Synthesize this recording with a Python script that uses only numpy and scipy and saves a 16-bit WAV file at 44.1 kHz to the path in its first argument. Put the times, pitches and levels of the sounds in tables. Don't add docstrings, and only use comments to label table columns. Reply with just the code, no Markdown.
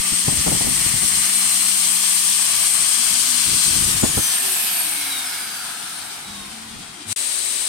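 import sys
import numpy as np
from scipy import signal
from scipy.fft import rfft, irfft
from scipy.io import wavfile

SR = 44100
rng = np.random.default_rng(int(sys.argv[2]) if len(sys.argv) > 2 else 0)


def digitize_waveform(pressure):
    field = np.atleast_2d(pressure).T
    bounded = np.clip(field, -1, 1)
    quanta = np.round(bounded * 32767).astype(np.int16)
    wavfile.write(sys.argv[1], SR, quanta)


N = 338688
T = np.arange(N) / SR
BINS_HZ = np.arange(N // 2 + 1) * SR / N

BLADES = 7
BLADE_HZ, CREEP_HZ_PER_S = 4101, 8.3
OFF_S, DRAG_S, FRICTION_HZ_PER_S = 3.816, 1.348, 128.3
BREAK_S = 7.129


def undb(db):
    return 10 ** (np.asarray(db) / 20)


def unit(x):
    return x / np.sqrt(np.mean(x ** 2))


def curves(rows):
    time_s, *columns = np.transpose(rows)
    return [np.interp(T, time_s, column) for column in columns]


def colour_db(points):
    hz, db = np.transpose(points)
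    return np.interp(np.log(BINS_HZ + 1), np.log(hz), db)


def colour(points):
    return undb(colour_db(points))


def band(lo_hz, hi_hz, order=8):
    low_cut = 1 + (lo_hz / (BINS_HZ + 1)) ** (2 * order)
    high_cut = 1 + (BINS_HZ / hi_hz) ** (2 * order)
    return 1 / np.sqrt(low_cut * high_cut)


def noise(gain, alike=0):
    white = rng.standard_normal((3, N))
    mixed = np.sqrt(alike) * white[2] + np.sqrt(1 - alike) * white[:2]
    return unit(irfft(rfft(mixed) * gain, N))


def pan(db):
    gains = undb(np.array([[.5], [-.5]]) * db)
    return gains / np.sqrt(np.mean(gains ** 2, axis=0))


def walk(rate_hz):
    return unit(irfft(rfft(rng.standard_normal(N)) * np.exp(-(BINS_HZ / rate_hz) ** 2), N))


def swell(centre_s, half_s):
    return np.square(.5 + .5 * np.cos(np.pi * np.clip((T - centre_s) / half_s, -1, 1)))


def spell(start_s, end_s, release_s, attack_s=0.031):
    return np.clip(np.minimum((T - start_s) / attack_s, 1 - (T - end_s) / release_s), 0, 1)


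def whine(hz, wobble=.001, flutter_db=3, port_phase_rad=0.46):
    phase = 2 * np.pi * np.cumsum(hz * (1 + wobble * walk(23.5))) / SR
    ports = [np.sin(phase - side * port_phase_rad) * undb(flutter_db * walk(33)) for side in range(2)]
    return unit(np.array(ports))


def blade_rate():
    coast_s = np.maximum(T - OFF_S, 0)
    at_power_hz = BLADE_HZ + CREEP_HZ_PER_S * np.minimum(T, OFF_S)
    return at_power_hz / (1 + coast_s / DRAG_S) - FRICTION_HZ_PER_S * coast_s


def speed_db():
    return 20 * np.log10(blade_rate() / BLADE_HZ)


def sizzle_peak(centre_hz=8650, width_hz=1300, boost_db=2):
    return undb(boost_db / (1 + ((BINS_HZ - centre_hz) / (width_hz / 2)) ** 4))


def hull_echoes(x, share=0.14, drift_s=0.000174):
    out = x.copy()
    for side in range(2):
        for lag_s in (.0013, .0031, .0057, .011):
            out[side] += share * np.interp(T - lag_s - drift_s * walk(0.92), T, x[side])
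    return out / np.sqrt(1 + 4 * share ** 2)


# (low edge [Hz], high edge [Hz], level at full speed [dB], loss per dB of speed [dB/dB],
# share of closeness gain [1], change when facing the pump [dB], share of turn [1])
AIR_BANDS = [(590, 2650, -31, 0.8, 0.2, -0.5, 0.74), (2820, 7760, -22, 1.25, 0.36, 2, 1.0),
             (8220, 9020, -19.5, 1.88, 0.72, -3, 0.63), (11320, 17000, -26.5, 1.93, 0.96, 0, 0.22)]
# (frequency [Hz], relative level per Hz [dB])
RUN_COLOUR = [(240, -59), (400, -34), (543, -28), (605, -22.5), (886, -19.5), (1150, -13), (1380, -19),
              (3210, -9), (3790, -14), (4220, -10.5), (7100, -10), (8530, -3.5), (9650, -5.5),
              (10600, -13.5), (15500, -28)]
# (frequency [Hz], relative level per Hz [dB])
COAST_COLOUR = [(240, -46), (400, -6), (595, -10), (738, -0.5), (886, -2.5), (1450, -2.5), (1820, -4),
                (2220, -3), (3360, -3.5), (3850, -3.5), (4220, -4), (6990, -8.5), (8930, 4.5),
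                (12100, -3.5), (15500, -14)]
# (frequency [Hz], left minus right [dB])
EAR_TILT = [(500, 0.5), (2000, -5), (3500, -1), (6500, -1), (8300, 14), (9300, 4), (10500, -0.5),
            (12500, -16), (15500, -8)]
# (time [s], gain [dB])
CLOSENESS = [(0, -3.5), (1.4, 1.5), (2.6, 0), (3.85, 1.5), (4.08, 0.5), (4.3, 6.5), (4.77, 7.5), (5.25, 7),
             (5.9, 3.5), (7.05, -1.5)]
# (time [s], left minus right [dB])
TURN = [(0.05, 1.5), (3.44, 6.5), (4.64, 0.5), (5.48, 0.5), (5.52, 2), (5.79, 4), (6.26, 2.5), (7.04, 6.5)]


def air(side_db=5.0, dulling_s=1.0, facing_s=3.39, facing_half_s=1):
    close_db, = curves(CLOSENESS)
    turn_db = curves(TURN)[0] - side_db
    facing, slowed_db = swell(facing_s, facing_half_s), speed_db()
    coasting = np.clip((T - OFF_S) / dulling_s, 0, 1)
    ears = pan(side_db + colour_db(EAR_TILT))
    out = 0
    for lo_hz, hi_hz, db, steepness, closing, facing_db, turning in AIR_BANDS:
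        zone = band(lo_hz, hi_hz) * ears
        driven = noise(zone * colour(RUN_COLOUR) * sizzle_peak(), alike=0.033)
        free = noise(zone * colour(COAST_COLOUR), alike=0.06)
        stream = np.sqrt(1 - coasting) * driven + np.sqrt(coasting) * free
        level_db = db + steepness * slowed_db + closing * close_db + facing_db * facing
        out = out + stream * undb(level_db + 0.88 * walk(20)) * pan(turning * turn_db)
    return hull_echoes(out)


# (multiple of shaft rate [1], level under power re WHINE_LEVEL [dB],
# level at start of coasting [dB], left minus right [dB])
HARMONICS = [(1, -40, -59, 0), (2, -22, -62, 0), (7, -13, -54, 5), (14, -1, -50, 5), (16, -2, -60, 6),
             (21, -18, -48, 0), (28, -30, -48, -5), (35, -40, -51, -5), (49, -40, -50, -2)]
# (time [s], level [dB])
WHINE_LEVEL = [(0, -30.5), (.7, -32), (1.5, -28.5), (2.1, -32), (2.7, -26), (3.1, -32), (3.5, -29),
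               (3.85, -31)]
# (time [s], half length [s],
# multiple of shaft rate [1], level [dB], left minus right [dB])
WHISTLES = [(1.5, 1.1, 7, -37, -2), (3.6, 1.03, 7, -35, 10), (3.92, .25, 21, -40, -4),
            (4.047, 0.2, 14, -31, 3), (4.16, .16, 21, -33, 7), (4.243, .22, 14, -32.5, -2),
            (4.28, .2, 28, -38, -5), (4.387, .16, 21, -25.5, 3), (4.495, 0.17, 1, -45, -1),
            (4.52, .2, 28, -35, -6), (4.57, .17, 21, -35.5, 2), (4.76, .2, 14, -37, 2),
            (4.78, .15, 35, -29, -5), (5.02, 0.72, 1, -50, 0), (5.05, .35, 49, -42.5, -8),
            (5.06, .15, 35, -38, 0), (5.13, 0.25, 14, -34, 1), (5.55, .3, 49, -43, 0),
            (5.94, .25, 49, -39, 3), (6.38, .3, 7, -50, 2)]


def fan(wobble=0.00031, coast_wobble=.0012, flutter_db=4.0, beam_db=3, coast_steepness=0.91, handover_s=0.16):
    shaft_hz = blade_rate() / BLADES
    unsteady = np.where(T > OFF_S, coast_wobble, wobble)
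    shaft_rad = 2 * np.pi * np.cumsum(shaft_hz * (1 + unsteady * walk(49))) / SR
    flutter = undb(flutter_db * np.array([walk(17), walk(30)]))
    beams = undb(beam_db * walk(4))
    coasting = np.clip((T - OFF_S) / handover_s, 0, 1)
    driven = (1 - coasting) * undb(curves(WHINE_LEVEL)[0])
    free = coasting * undb(coast_steepness * speed_db())
    out = 0
    for multiple, run_db, coast_db, pan_db in HARMONICS:
        own_beams = np.roll(beams, rng.integers(N))
        gain = pan(pan_db) * (undb(run_db) * driven + undb(coast_db) * free * own_beams)
        for time_s, half_s, which, db, flare_pan_db in WHISTLES:
            if round(which) == round(multiple):
                gain = np.maximum(gain, undb(db) * pan(flare_pan_db) * swell(time_s, half_s))
        ports_rad = np.array([[0], [multiple / BLADES / 4]])
        tone = np.sqrt(2) * np.sin(round(multiple) * shaft_rad + ports_rad)
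        tone = tone * (multiple * shaft_hz < SR / 2)
        out = out + gain * tone * np.roll(flutter, rng.integers(N), axis=1)
    return out


# (start [s], end [s], release [s], level [dB])
SLOW_SPELLS = [(5.22, 5.52, 0.31, -39.5), (5.9, 6.08, .12, -50), (6.233, 6.42, .1, -42.5),
               (6.658, 7.08, .05, -50)]


def slow_whine(start_s=5.22, start_hz=5198, sink_per_s=.281):
    hz = start_hz * np.exp(-sink_per_s * np.maximum(T - start_s, 0))
    tone = whine(hz, wobble=0.0019, flutter_db=2.5)
    return tone * sum(undb(db) * spell(start, end, release) for start, end, release, db in SLOW_SPELLS)


# (time [s], half length [s], centre [Hz],
# width [Hz], peak level [dB], left minus right [dB])
HOLLOWS = [(0.8, 2.1, 1980, 450, -39, -6), (3.45, 1, 4750, 260, -34, 10), (1.487, 1.3, 251, 12, -49.5, 0),
           (2.1, 1.3, 1200, 220, -58, -8), (3.24, 0.84, 250, 10, -46.5, 0), (3.4, 1.6, 1560, 200, -43, -2),
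           (4.407, 1.15, 1740, 260, -40, 2), (4.653, 0.59, 11900, 1600, -27.5, -13),
           (4.7, 0.89, 2570, 480, -34, 28), (4.86, 0.37, 8750, 300, -27, 20),
           (5.162, 0.9, 2220, 100, -37.5, 1), (5.5, 1.6, 1495, 450, -39, -3), (7.003, .12, 310, 80, -47, 4)]


def hollows():
    out = 0
    for centre_s, half_s, hz, width_hz, db, pan_db in HOLLOWS:
        ring = noise(band(hz - width_hz / 2, hz + width_hz / 2, order=24), alike=0.92)
        out = out + ring * undb(db) * pan(pan_db) * swell(centre_s, half_s)
    return out


# (frequency [Hz], relative level per Hz [dB])
DRAUGHT_COLOUR = [(15, -39), (25, -7), (102, -3.5), (167, -4), (216, -5.5), (266, -6.5), (565, -11),
                  (1050, -10), (1500, -1), (1950, -47), (3300, -120)]
# (start [s], end [s], release [s], level [dB])
DRAUGHTS = [(0.234, 0.928, 0.14, -33.5), (1.002, 1.17, 0.13, -39.5), (1.713, 1.85, 0.11, -62),
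            (2.5, 3.35, .1, -54.5), (3.444, 3.577, 0.061, -35), (3.65, 4.177, .07, -34),
            (6.247, 6.853, 0.15, -54.5)]
# (time [s], peak before trim_db [dB], bright part re low part before bright_trim_db [dB])
THUMPS = [(0.12, -16.5, -35), (0.279, -6.5, -10.5), (0.323, -14.5, -27), (0.466, -6.5, -11.5),
          (0.515, -10, -8), (0.547, -12.5, -17), (0.607, -12.5, -10), (0.643, -12.5, -13),
          (0.667, -13, -20), (0.86, -14, -22), (0.939, -17, -29), (1.465, -24, -30), (4.032, -0.5, -11.5),
          (4.173, -4, -12.5)]
# (time [s], delay of right port [s], left minus right of bright part [dB])
WINDWARD = [(2, .001, 10), (3.4, -.0008, -15)]


def draught(rise_s=0.0039, fall_s=0.014, still_air_db=-57.5, trim_db=-4.5, bright_trim_db=7.0):
    spells = sum(undb(db) * spell(start, end, release) for start, end, release, db in DRAUGHTS)
    strength = undb(still_air_db) + spells
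    shape = colour(DRAUGHT_COLOUR)
    lag_s, windward_db = curves(WINDWARD)
    out = noise(shape * band(26, 323, order=2), alike=0.73) * strength * undb(2.9 * walk(12))
    low = noise(shape * band(70, 300, order=2), alike=.9)
    high = noise(shape * band(260, 850, order=4), alike=0.18) * pan(windward_db)
    for time_s, peak_db, bright_db in THUMPS:
        near = np.abs(T - time_s) < .08
        age_s = T[near] - time_s - rise_s
        envelope = np.exp(np.minimum(age_s / rise_s, -age_s / fall_s))
        gust = (low[:, near] + undb(bright_db + bright_trim_db) * high[:, near]) * envelope
        out[:, near] += undb(peak_db + trim_db) * gust / np.abs(gust).max()
    out[1] = np.interp(T - lag_s, T, out[1])
    return out


# (start [s], end [s], release [s], frequency [Hz], level [dB])
DRONES = [(-.1, 1.1, 3.3, 187.5, -43.5), (3.3, 3.85, .2, 187.3, -48), (6.25, 6.467, 0.056, 202, -44.5),
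          (6.51, 6.683, 0.28, 223, -45.5), (7.033, 7.13, .05, 225.4, -45.5)]


def drone():
    out = 0
    for start_s, end_s, release_s, hz, db in DRONES:
        hum = whine(np.full(N, hz), wobble=0.0045, flutter_db=0.5, port_phase_rad=0.3)
        out = out + hum * undb(db) * spell(start_s, end_s, release_s)
    return out


def boom(hz=100, peak_db=-36, start_s=7.05, rise_s=.04):
    return undb(peak_db) * np.sin(2 * np.pi * hz * T) * np.clip((T - start_s) / rise_s, 0, 1)


# (frequency [Hz], relative level per Hz [dB])
FAR_COLOUR = [(35, -68), (60, -43), (187, -22), (242, -18), (285, -20.5), (376, -16.5), (443, -20),
              (559, -25), (599, -16), (1350, -13.5), (1630, -12.5), (4030, -6), (5710, -9), (8470, -6),
              (15500, -23)]
# (frequency [Hz], level [dB])
FAR_TONES = [(248, -56.5), (376, -54.5), (561, -55.5), (3923, -42), (7846, -40), (11769, -49)]


def far_pump(swell_in_s=7.05, return_s=7.16, swell_db=2.0, tail_db=-13, tail_s=0.0067):
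    ears = pan(6.1 + colour_db(EAR_TILT))
    sizzle = sizzle_peak(centre_hz=8770, width_hz=2070, boost_db=9.5)
    hiss = noise(colour(FAR_COLOUR) * sizzle * ears, alike=0.074)
    tones = sum(undb(db) * whine(np.full(N, hz), wobble=0.0011, flutter_db=0.0) for hz, db in FAR_TONES)
    rumble = noise(band(25, 130, order=2), alike=0.85)
    swell_in = undb(swell_db) * np.clip((T - swell_in_s) / (BREAK_S - swell_in_s), 0, 1) ** 1.5
    tail = undb(tail_db) * np.exp(-np.maximum(T - BREAK_S, 0) / tail_s)
    back = np.clip((T - return_s) / 0.0024, 0, 1)
    pump = undb(-21.5) * hiss + tones + undb(-59.5) * rumble
    return pump * np.where(T < BREAK_S, swell_in, tail + back)


# (frequency [Hz], relative level per Hz [dB])
ROOM_COLOUR = [(15, -50), (25, -24), (112, -4.5), (141, -8), (186, -1.5), (274, -3), (387, -5.5),
               (425, -5.5), (600, -9.5), (780, -43), (1320, -120)]


def workshop(port_lag_s=0.00054):
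    rumble = noise(colour(ROOM_COLOUR) * band(120, 530, order=3), alike=1.0)
    rumble[1] = np.interp(T - port_lag_s, T, rumble[1])
    level_db = np.interp(T, [0, 2.5, 4.5, 5.5, 7], [-44.5, -50.5, -46.5, -49.5, -50.5])
    return rumble * undb(level_db)


def scene():
    near = air() + hollows() + fan() + slow_whine() + draught() + drone() + workshop() + boom()
    return near * np.clip((BREAK_S - T) / 0.0015, 0, 1) + far_pump()


def record(dry, top_hz=15850):
    return signal.sosfilt(signal.ellip(10, .2, 80, top_hz, fs=SR, output="sos"), dry)


dry = scene()
out = record(dry)
digitize_waveform(out)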